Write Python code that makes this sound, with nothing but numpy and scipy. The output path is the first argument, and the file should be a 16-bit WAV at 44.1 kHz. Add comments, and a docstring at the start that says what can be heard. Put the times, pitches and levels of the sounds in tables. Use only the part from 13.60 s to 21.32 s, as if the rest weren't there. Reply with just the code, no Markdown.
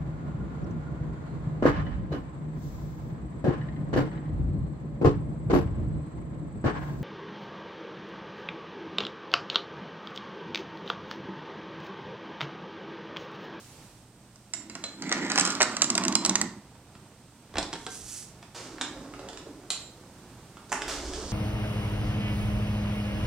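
"""In a bare, quiet room, close to a small stereo microphone, a pressed-steel three-wheel dolly is picked up
and run over hardwood: wheels drum on the boards, bearings rattle, loose casters clink against the plate.
It slides under a table leg; near 4 s the leg knocks into its cup and a sleeve brushes past.
From about 5 s the table rolls away on four dollies in two pushes, droning over the boards
with gritty rolling noise, and with jolts and a sharp snap as the casters swing round."""
import sys
import numpy as np
from scipy import signal
from scipy.fft import rfft, irfft, next_fast_len
from scipy.io import wavfile
from scipy.ndimage import uniform_filter1d, map_coordinates

SR = 44100
rng = np.random.default_rng(int(sys.argv[2]) if len(sys.argv) > 2 else 0)


def transcribe(u):
    """Save the signal u as a 16-bit wav file named by the first command-line argument.

    u: samples, shape (n,) or (channels, n), limited to [-1, 1]; the rate is SR.
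    q: integer samples, one column per channel.
    """
    v = np.clip(np.atleast_2d(u).T, -1, 1)
    q = np.round(v * 32767).astype(np.int16)
    wavfile.write(sys.argv[1], SR, q)


N = 340452
TIME = np.arange(N) / SR

# ringing modes: f/Hz, level/dB, t60/s
PLATE_MODES = [(7284, -4.5, 0.24), (7320, -12, 0.15), (7480, -12, 0.08), (8300, -23, 0.4), (9230, -30, 0.2),
               (11700, -37, 0.15)]  # the dolly's steel plate
CUP_MODES = [(4098, -1.5, .36), (4135, -10, .15), (4990, -12, .12)]  # the cup that takes the leg
PIN_MODES = [(7655, -3, .035), (7750, -4, .04), (8075, -4, .03), (10700, -25, .025), (11400, -24, .025)]  # a swivel pin's short ping
LEG_MODES = [(256, -12, 0.11), (311, -3, 0.23), (415, 0, 0.11), (500, 4, 0.048), (661, 1.5, 0.078),
             (750, -3, 0.11), (912, 4.5, 0.094), (1014, 1.5, 0.091), (1250, -10, 0.088), (1660, -22, 0.11)]  # the wooden table leg
# spectra under the table's weight: f/Hz, level/dB
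JOIST_RUMBLE = [(20, -18), (30, -7), (42, 0), (60, -3), (85, -11), (160, -30)]
LOADED_WHEEL_KNOCK = [(250, -15), (480, -7), (680, 2), (1000, 1), (1350, 1), (1800, -1), (2300, -7),
                      (2800, -8.5), (5000, -40)]
LOADED_FORK_CLACK = [(1500, -8.5), (2600, -7), (3400, 1), (4500, -2.5), (5600, -2), (7000, -26),
                     (10000, -23)]


def undb(db):
    """Decibels to gain."""
    return 10 ** (np.asarray(db) / 20)


def unit(x):
    """Scale to rms 1."""
    return x / np.sqrt(np.mean(x ** 2))


def fade(t, t60):
    """Exponential decay, 60 dB down after t60."""
    return np.exp(-np.log(1000) * t / t60)


def gains(curve):
    """A curve's dB columns as gain envelopes, silent outside it unless it runs to the scene's end."""
    times, *columns = np.transpose(curve)
    holds = times[-1] > TIME[-1] - .1
    return [undb(np.interp(TIME, times, db, left=-120, right=db[-1] if holds else -120))
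            for db in columns]


def over_time(points):
    """Points joined by straight lines, at every sample."""
    return np.interp(TIME, *np.transpose(points))


def over_hz(points, size):
    """Points joined on a log-frequency axis, at the bins of a transform."""
    hz, value = np.transpose(points)
    return np.interp(np.log(np.arange(size // 2 + 1) * SR / size + 1), np.log(hz), value)


def colour(x, points, size=4096):
    """Causal filter with the given spectrum: it rings after a blow, never before."""
    edged = [(points[0][0] / 2, points[0][1] - 30), *points, (points[-1][0] * 2, points[-1][1] - 30)]
    cepstrum = irfft(np.log(undb(over_hz(edged, size))))
    cepstrum[1:size // 2] *= 2
    cepstrum[size // 2 + 1:] = 0
    response = irfft(np.exp(rfft(cepstrum)))
    return signal.fftconvolve(x, response.reshape((1,) * (x.ndim - 1) + (-1,)))[..., :x.shape[-1]]


def resonance(x, hz, width_hz):
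    """A resonance whose centre moves from sample to sample."""
    turn = np.exp(2j * np.pi * np.cumsum(hz) / SR)
    return (turn * signal.sosfilt(signal.butter(2, width_hz / 2, fs=SR, output="sos"), x / turn)).real


def add(track, s, sound):
    """Mix a sound in at a time."""
    i = int(s * SR)
    track[i:i + len(sound)] += sound[:N - i]


def walk(rate):
    """Slow random modulation at rms 1."""
    hold = int(SR / rate)
    steps = np.repeat(rng.standard_normal(N // hold + 1), hold)
    return unit(uniform_filter1d(steps, hold)[:N])


def diffuse(size, apart_hz=3000):
    """Stereo noise from all round: alike in the bass, unrelated in the treble."""
    likeness = np.exp(-(np.arange(size // 2 + 1) * SR / size / apart_hz) ** 2)
    mid, side = rfft(rng.standard_normal((2, size)))
    mid, side = mid * np.sqrt((1 + likeness) / 2), side * np.sqrt((1 - likeness) / 2)
    return irfft(np.array([mid + side, mid - side]), size)


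def grains(rate, spread_db):
    """Countless small contacts, a few much harder than the rest."""
    sizes = undb(spread_db * np.minimum(rng.exponential(size=N), 4))
    return (rng.random(N) < rate / SR) * sizes * np.sign(rng.random(N) - .5)


def burst(body, db, t60):
    """Parts chatter briefly against each other and shake a body; db is the level of the attack."""
    t = np.arange(SR // 8) / SR
    attack = SR // 125
    chatter = colour(rng.standard_normal(len(t)) * fade(t, t60), body)
    energy = np.sum(chatter ** 2) * (1 - fade(attack / SR, t60) ** 2)
    return undb(db) * chatter * np.sqrt(attack / energy)


def blow(db, hardness_db, mix_db, t60s, wheel, fork):
    """One contact in four layers: board thud, wheel knock, fork clack, edge tick. Harder is brighter."""
    # floorboard and steel edge spectra: f/Hz, level/dB
    thud = [(70, -33.5), (130, -16), (200, -2), (320, 4), (480, -4), (1000, -42.5)]
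    tick = [(4500, -15.5), (6600, -1), (7600, 0.5), (8300, -3.5), (9400, -15), (11500, -25), (15000, -56)]
    # each layer's response to hardness: slope/(dB per dB)
    tilt = (-0.65, -1.07, 0.29, 0.99)
    levels_db = db + np.array(mix_db) + hardness_db * np.array(tilt)
    return sum(map(burst, (thud, wheel, fork, tick), levels_db, t60s))


def ring(modes, db, scatter_db, waver_db=0., detune=0.):
    """Struck modes: the striking spot scatters their levels; loose parts make them waver and detune."""
    hz, share_db, t60 = np.transpose(modes)[:, :, None]
    hz = hz * (1 + detune * rng.standard_normal(hz.shape))
    t = np.arange(min(int(SR * t60.max()), SR // 3)) / SR
    size = undb(db + share_db + scatter_db * rng.standard_normal(hz.shape))
    waver = unit(uniform_filter1d(rng.standard_normal(len(t)), size=400))
    polarity = rng.choice([-1, 1], hz.shape)
    tone = np.sum(size * polarity * np.sin(2 * np.pi * hz * t) * fade(t, t60), axis=0)
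    return np.pad(undb(waver_db * waver) * tone, (0, SR // 3 - len(t)))


def room_tail(wet_db, treble_db, build_s):
    """One stereo response of the bare room, dulling as it dies."""
    # reverb decay: f/Hz, t60/s
    decay = [(100, 0.47), (400, 0.52), (1500, 0.47), (4000, 0.47), (8000, 0.36), (15000, 0.26)]
    size = 32768
    t = np.arange(size) / SR
    noise = rfft(diffuse(size))
    band_hz, t60s = np.transpose(decay)
    tail = 0
    for band, t60 in zip(np.eye(len(decay)), t60s):
        weight = over_hz(np.column_stack([band_hz, band]), size)
        tail = tail + irfft(noise * weight) * fade(t, t60)
    onset = 1 - np.exp(-(t / build_s) ** 2)
    tail = unit(tail * onset) / np.sqrt(size)
    return irfft(rfft(tail) * undb(wet_db + over_hz([(1500, 0), (6000, treble_db)], size)))


def in_room(x, wet_db, treble_db, lag_s, build_s, distance_db=0.):
    """Movement shifts the left port's lag and the reflections; distance trades direct sound for reverb."""
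    place = np.pi * TIME * 1.3
    sends = undb(distance_db / 2) * np.array([np.cos(place), np.sin(place)])
    wet = sum(signal.oaconvolve((x * send)[None], room_tail(wet_db, treble_db, build_s), axes=1)[:, :N]
              for send in sends)
    lag = lag_s + .00002 * walk(2.78)
    left = map_coordinates(x, [np.arange(N) - lag * SR], order=3)
    return np.array([left, x]) * undb(-distance_db / 2) + wet


def room_tone():
    """A bed of murmuring air and hiss, with mains hum and a thin electronic whine."""
    # air spectrum: f/Hz, level/dB
    air_spectrum = [(15, -44), (25, -17), (55, -11.5), (123, -7.5), (200, -8), (256, -11.5), (344, -13.5),
                    (416, -17), (503, -18), (560, -18.5), (911, -18.5), (1020, -21), (2000, -25),
                    (7920, -23.5), (16000, -37.5)]
    # the murmur and hiss levels over time: t/s, murmur gain/dB, hiss gain/dB
    air_levels = [(0, 3.5, 5), (.25, 3.5, 2), (.5, -2, -6), (.9, -1, -4.5), (3.1, 2, -5), (7.72, 4.5, -0.5)]
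    # hum and whine: f/Hz, level/dB
    tones = [(119.5, -61.5), (8210, -70.5)]
    air = undb(-53.5) * unit(colour(diffuse(N), air_spectrum))
    murmur = signal.sosfilt(signal.butter(1, 1500, fs=SR, output="sos"), air)
    murmur_gain, hiss_gain = gains(air_levels)
    hum = sum(undb(db) * unit(np.sin(2 * np.pi * hz * TIME + 1.26 * walk(4.9))) for hz, db in tones)
    return murmur * murmur_gain * undb(walk(7)) + (air - murmur) * hiss_gain + hum


def sleeve():
    """Fibres slip over each other in a soft hiss that swells and dies with each stroke."""
    # cloth strokes: t/s, level/dB
    strokes = [(4.15, -53), (4.28, -42), (4.43, -41.5), (4.51, -46)]
    # cloth spectrum: f/Hz, level/dB
    cloth = [(1060, -17), (1800, -12), (2190, -13.5), (2680, -10), (3730, -10), (5910, 1.5), (7920, 1.5),
             (10300, -3.5), (15000, -24)]
    attack_s, release_s = .07, .14
    corners = [0, attack_s, attack_s + release_s]
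    rubbing = sum(undb(db) * np.interp(TIME - s, corners, [0, 1, 0]) for s, db in strokes)
    return rubbing * undb(0.5 + 1.5 * walk(40)) * unit(colour(grains(5000, 3.2), cloth))


def leg_seating():
    """The wooden leg knocks into the cup and loads the joists; let go, the dolly rings hollowly."""
    # leg on cup: t/s, level/dB, hardness/dB
    knocks = [(3.1527, -63.5, -6.5), (3.3521, -57.5, -3.5), (3.9397, -51, -6), (3.9558, -42, -6),
              (3.9694, -38.5, -6), (3.983, -28.5, 1), (4.0283, -39, 2.5), (4.1294, -39.5, 0.5),
              (4.136, -39.5, 2), (4.155, -47, -4), (4.2653, -38, 1)]
    # their mix: thud/dB, knock/dB, clack/dB, tick/dB
    mix_db = (-1.5, .5, 1, -4)
    # the hand lets go: t/s, level/dB
    let_go = (4.2652, -42)
    # the loaded dolly's modes: f/Hz, level/dB, t60/s
    hollow_modes = [(748, 0, 0.18), (1050, -14, 0.32), (1572, -1, 0.18), (2132, -12, 0.13)]
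    # weight lands on the joists: t/s, level/dB, t60/s
    bumps = [(3.952, -31, 0.19), (4.421, -38, .06)]
    out = np.zeros(N)
    t60s = (0.073, 0.037, 0.022, 0.023)
    for s, db, hardness_db in knocks:
        add(out, s, blow(db, hardness_db, mix_db, t60s, LOADED_WHEEL_KNOCK, LOADED_FORK_CLACK))
        add(out, s, ring(LEG_MODES, db - hardness_db - 11.5, scatter_db=3.0))
    s, db = let_go
    add(out, s, ring(hollow_modes, db, scatter_db=1.5))
    t = np.arange(SR // 2) / SR
    for s, db, t60 in bumps:
        sway = unit(colour(rng.standard_normal(len(t)), JOIST_RUMBLE))
        add(out, s, undb(db) * sway * fade(t, t60))
    return out


def bearing_rattle(balls):
    """Ball contacts make a bright rattle in the swivels."""
    # bearing spectrum: f/Hz, level/dB
    spectrum = [(2000, -16), (3000, -5.5), (4200, -2), (5000, 1.5), (6500, -0.5), (7600, -2), (8600, -5),
                (10000, -16), (15000, -35)]
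    return unit(colour(balls, spectrum))


def push(start_s, fastest_s, rise_db_per_s=19, coast_db_per_s=12):
    """Speed as a gain: it builds while the table is pushed and ebbs as it coasts."""
    db = np.minimum(rise_db_per_s * (TIME - fastest_s), coast_db_per_s * (fastest_s - TIME))
    return (TIME > start_s) * undb(db)


def table_roll():
    """Loaded wheels drone over the wood grain; joists rumble, boards hum and bearings rattle."""
    # pushes: start/s, fastest/s, drone gain/dB, rattle gain/dB, joist gain/dB
    pushes = [(4.95, 5.38, -42, -55, -59), (7.098, 7.6, -38.5, -37.5, -45)]
    # wheel drone: f/Hz, level/dB
    drone_spectrum = [(110, -31), (200, -6), (300, 1), (400, 0), (600, -2), (950, -7), (1500, -11.5),
                      (2500, -21), (5000, -36)]
    # board resonances: f/Hz, width/Hz, level/dB
    board_hums = [(255, 70, -12), (335, 100, -5)]
    rumble = drone = rattle = 0
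    for start_s, fastest_s, drone_db, rattle_db, joist_db in pushes:
        speed = push(start_s, fastest_s)
        drone = drone + undb(drone_db) * speed
        rattle = rattle + undb(rattle_db) * speed
        rumble = rumble + undb(joist_db) * speed ** 1.4  # the joists follow speed more steeply
    out = rumble * undb(-3.0) * unit(colour(rng.standard_normal(N), JOIST_RUMBLE))
    out += drone * undb(-8.0 + 2.1 * walk(18)) * unit(colour(grains(500, 3.2), drone_spectrum))
    for hz, width_hz, db in board_hums:
        rolling = colour(grains(900, 2.6), drone_spectrum)
        pitch_hz = hz * (1 + .09 * walk(6))  # wanders from board to board
        out += drone * undb(db - 4.5 + 2.5 * walk(11)) * unit(resonance(rolling, pitch_hz, width_hz))
    return out + rattle * undb(-6.5 + 2.0 * walk(30)) * bearing_rattle(grains(2500, 1.9))


def table_jolts():
    """Casters jolt and ring the leg, flip round with a hollow clunk, and bump over board seams."""
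    # caster jolts: t/s, level/dB, hardness/dB
    jolts = [(4.8273, -52, -3), (5.182, -51, -6.5), (5.2117, -31, 1), (5.2176, -36.5, 3.5),
             (5.5374, -52, -8), (5.5926, -50, -2), (5.687, -44, 3), (5.7312, -50, 2.5), (5.7732, -45, 2.5),
             (6.97, -54, -7), (7.095, -56, 4), (7.2197, -35.5, -2), (7.5347, -41, 2)]
    # their mix: thud/dB, knock/dB, clack/dB, tick/dB
    mix_db = (-10, .5, -.5, -4.5)
    # stalled casters flipping, wheels crossing seams: t/s, level/dB
    flips = [(7.1186, -28), (7.1262, -24.5)]
    seams = [(5.36, -46), (5.405, -44), (5.592, -44), (5.63, -46), (5.862, -43), (5.888, -43)]
    # their spectra: f/Hz, level/dB
    flip_clunk = [(200, -10), (420, -10), (650, 1), (1400, 0), (2200, -4), (3100, -12), (4200, -23),
                  (5600, -14), (7300, -6), (9000, -17), (14000, -38)]
    seam_bump = [(110, -22), (190, -2), (300, 1), (400, 1), (600, -2), (800, -14), (1500, -30)]
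    out = np.zeros(N)
    t60s = (0.031, 0.028, 0.019, 0.032)
    for s, db, hardness_db in jolts:
        add(out, s, blow(db, hardness_db, mix_db, t60s, LOADED_WHEEL_KNOCK, LOADED_FORK_CLACK))
        add(out, s, ring(LEG_MODES, db - hardness_db - 21.0, scatter_db=3.0))
    for s, db in flips:
        add(out, s, burst(flip_clunk, db, t60=.03))
    for s, db in seams:
        add(out, s, burst(seam_bump, db, t60=.05))
    return out


def grit_swells():
    """Gritty rolling noise that starts abruptly and dies away."""
    # swells: t/s, level/dB, t60/s
    swells = [(4.947, -41.5, 0.76), (7.281, -33, 0.5)]
    # grit spectrum: f/Hz, level/dB
    spectrum = [(400, 4), (1400, 2), (2500, -2.5), (5000, 0), (7500, -0.5), (9500, -10), (14500, -27)]
    grit = unit(colour(grains(6000, 3.4), spectrum))
    return grit * sum((TIME > s) * undb(db) * fade(np.abs(TIME - s), t60) for s, db, t60 in swells)


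def swivel_snap():
    """A loaded swivel snaps round with a crack that rings plate and fork."""
    # the snap: t/s, crack/dB, plate ring/dB, fork ring/dB
    snap = (6.1032, -25, -29.5, -43)
    # crack spectrum: f/Hz, level/dB
    crack = [(300, -8), (1000, -13), (1900, -10), (2600, -4.5), (3900, 2), (4900, -2), (5700, -7.5),
             (7200, -5), (8900, -5), (9600, -15), (10700, -7), (12500, -30), (15500, -39)]
    # the loaded fork's ring: f/Hz, level/dB, t60/s
    fork_modes = [(2600, -10, .1), (3765, -4, .14), (3940, -1, .13), (4950, -5, .13)]
    s, crack_db, plate_db, fork_db = snap
    out = np.zeros(N)
    add(out, s, burst(crack, crack_db, t60=0.034))
    add(out, s, ring(PLATE_MODES, plate_db, scatter_db=2.0))
    add(out, s, ring(fork_modes, fork_db, scatter_db=1.0, waver_db=1.5))
    return out


def dolly_roll():
    """Light wheels drum and scrape on the boards; rattling balls keep cup, plate and pins jingling."""
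    # the hand runs the empty dolly: t/s, effort/dB, pressure/dB
    gesture = [(.94, -56, 7), (1.36, -51, 3), (1.47, -37, 3), (1.68, -36.5, 2), (1.84, -31, -3),
               (1.98, -41.5, 0), (2.3, -39.5, 1), (2.43, -38.5, 6), (2.84, -44, 8), (3.06, -74, 10)]
    # drumming and scraping spectra: f/Hz, level/dB
    boards = [(80, -23), (140, -13), (195, 0), (310, -2), (380, -5), (480, -24), (800, -46)]
    grit = [(350, -8.5), (620, 3.5), (740, -5), (930, 5.5), (1080, -4.5), (1340, -2), (1600, -3),
            (1950, -2), (2600, -6.5), (4500, -10.5)]
    # falling resonances: t/s, f/Hz
    board_pitch = [(1.45, 290), (2.8, 205)]  # as the dolly crosses the boards
    wheel_pitch = [(1.45, 2050), (1.7, 1950), (1.8, 1330), (2.25, 1280), (2.4, 980), (2.9, 990)]  # as it is tipped on a scraping wheel
    effort = gains(gesture)[0]
    times, _, pressure = np.transpose(gesture)
    pressure_db = np.interp(TIME, times, pressure)
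    # pressure drums the boards and takes the play out of the bearings
    rumble, rattle = effort * undb(pressure_db), effort * undb(-1.2 * pressure_db)
    boom = unit(resonance(colour(grains(900, 2.4), boards), over_time(board_pitch), width_hz=80))
    flutter = undb(-3.0 + 1.8 * walk(24.92))
    drumming = unit(colour(grains(600, 2.5), boards))
    out = rumble * flutter * (drumming + undb(-3.0) * boom)
    shake = walk(45.24)
    tipped = TIME > wheel_pitch[0][0]
    dragging = tipped * unit(resonance(grains(1500, 3.4), over_time(wheel_pitch), width_hz=360))
    scrape = unit(colour(grains(1500, 4.3), grit)) + undb(1.5) * dragging
    out += effort * undb(-4.2 + 2.4 * shake) * scrape
    balls = grains(700, 3.6)
    out += rattle * undb(-6.0 + 3.5 * shake) * bearing_rattle(balls)
    steel = sum(ring(modes, db, scatter_db=2)
                for modes, db in [(CUP_MODES, -15), (PLATE_MODES, -8), (PIN_MODES, 0)])
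    jingle = unit(signal.oaconvolve(balls, steel)[:N])
    return out + rattle ** .8 * undb(-15) * jingle


def dolly_clinks():
    """Loose forks strike the plate; each hit rings plate, cup, swivel pin and wheel housing."""
    # hits: t/s, level/dB, hardness/dB, plate/dB, cup/dB, pin/dB, housing/dB
    clinks = [(0.7583, -56, 0, -65, -75, -70, -70), (0.936, -35.5, 4, -22.5, -60, -36, -38),
              (1.098, -44, -1, -44, -50, -55, -50), (1.1524, -40, -4, -50, -52, -40, -50),
              (1.239, -34.5, -1, -30, -33, -38, -41), (1.422, -38, -1, -48, -41, -50, -44),
              (1.4933, -39, 0, -52, -50, -50, -38), (1.5157, -32, -6, -38, -52, -48, -22),
              (1.525, -27, -1, -34, -44, -29, -19), (1.7, -32, -2, -44, -46, -46, -38),
              (1.7176, -30, 0, -50, -38, -46, -36), (1.7575, -28.5, -3.5, -44, -38, -40, -40),
              (1.777, -24, -5, -33, -42, -32, -36), (1.785, -25, -1, -33, -44, -30, -40),
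              (1.7966, -26, 3, -26, -44, -19, -38), (1.8095, -27, 2, -34, -46, -23, -36),
              (1.8514, -31, 4, -31, -44, -28, -40), (1.875, -33, 0, -44, -42, -32, -38),
              (1.903, -34, 1, -46, -46, -34, -42), (1.9512, -38, 2, -50, -52, -36, -48),
              (2.004, -28, -9, -46, -48, -44, -25), (2.011, -27, -8, -42, -50, -36, -25),
              (2.0186, -22.5, -1.5, -38, -46, -20, -23), (2.028, -25, 0.5, -45, -50, -26, -34),
              (2.167, -33, -1, -50, -46, -30, -30), (2.219, -22, 3, -20, -44, -30, -36),
              (2.243, -33, 1, -48, -54, -36, -40), (2.3018, -28, 4, -48, -52, -32, -38),
              (2.3526, -30, 2, -48, -52, -46, -42), (2.3785, -27, -1, -52, -50, -28, -32),
              (2.437, -33.5, 0, -50, -52, -42, -44), (2.4508, -32.5, 0, -46, -52, -42, -42),
              (2.4815, -30.5, 3, -48, -52, -32, -40), (2.524, -37, 1, -54, -54, -48, -44),
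              (2.553, -24, 3, -24, -31.5, -34, -36), (2.6496, -28, 2, -31, -44, -24, -34),
              (2.661, -31, 3, -38, -48, -19, -36), (2.6948, -28.5, 4, -38, -42, -26, -34),
              (2.7553, -26, 3, -29, -42, -24, -24), (2.8142, -32, 3, -52, -54, -18, -26)]
    # their mix: thud/dB, knock/dB, clack/dB, tick/dB
    mix_db = (-15, -1.5, 3.5, 2)
    # unloaded caster spectra: f/Hz, level/dB
    wheel_knock = [(250, -17), (500, -7), (670, 2), (900, -2), (1350, 1), (1650, -2), (2000, -1),
                   (2750, -5), (3300, -13), (5000, -40)]
    fork_clack = [(1500, -63), (2700, -7), (3600, -2.5), (5000, 2), (6300, 2.5), (7200, -35),
                  (10000, -35.5)]
    # the housing's hollow tock: f/Hz, level/dB, t60/s
    housing_modes = [(1200, -7, .03), (1450, -8, .025), (1780, -2, .022), (1940, -1, .028), (2120, -3, .02)]
    out = np.zeros(N)
    t60s = (0.05, 0.04, 0.014, 0.018)
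    for s, db, hardness_db, plate_db, cup_db, pin_db, housing_db in clinks:
        add(out, s, blow(db, hardness_db, mix_db, t60s, wheel_knock, fork_clack))
        add(out, s, ring(PLATE_MODES, plate_db, scatter_db=1.5, waver_db=1.2))
        add(out, s, ring(CUP_MODES, cup_db, scatter_db=1.5, waver_db=2.2))
        add(out, s, ring(PIN_MODES, pin_db, scatter_db=3.0, detune=.012))
        add(out, s, ring(housing_modes, housing_db, scatter_db=2.5, detune=.04))
    return out


def scene():
    """Close work on the dolly, then the table further off, over the room tone."""
    # the dolly comes nearer: t/s, extra reverb over direct sound/dB
    approach = [(1.2, 5), (1.85, 3), (2.2, -1)]
    near = in_room(dolly_roll() + dolly_clinks(), wet_db=-7.5, treble_db=-5.0, lag_s=.00008,
                   build_s=0.0012, distance_db=over_time(approach))
    leg = in_room(leg_seating() + sleeve(), wet_db=-3, treble_db=-1, lag_s=.00001, build_s=0.0026)
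    table = table_roll() + table_jolts() + grit_swells() + swivel_snap()
    far = in_room(table, wet_db=0, treble_db=-1.0, lag_s=.00003, build_s=0.0044)
    return near + leg + far + room_tone()


def record(dry):
    """Each microphone port colours the sound; the hardest peaks are clipped and the top is cut."""
    # port EQ, duller on the left: f/Hz, left/dB, right/dB
    port_eq = [(100, -1, 1), (1200, -1.6, 1.3), (2500, -1.6, 1), (5600, .2, -.3), (6500, -3.5, 1.5),
               (7400, -11.5, 2.7), (9500, -11.5, 2.7), (14000, -4, 1.5)]
    top_hz = 16100
    size = 2 * next_fast_len(N // 2 + SR // 20, True)
    response = np.array([undb(over_hz(np.array(port_eq)[:, [0, side]], size)) for side in (1, 2)])
    coloured = irfft(rfft(dry, size) * response, size)[:, :N]
    clipped = np.clip(coloured, -.8, .8)
    return signal.sosfilt(signal.ellip(8, .2, 70, top_hz, fs=SR, output="sos"), clipped)


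dry = scene()
out = record(dry)
transcribe(out)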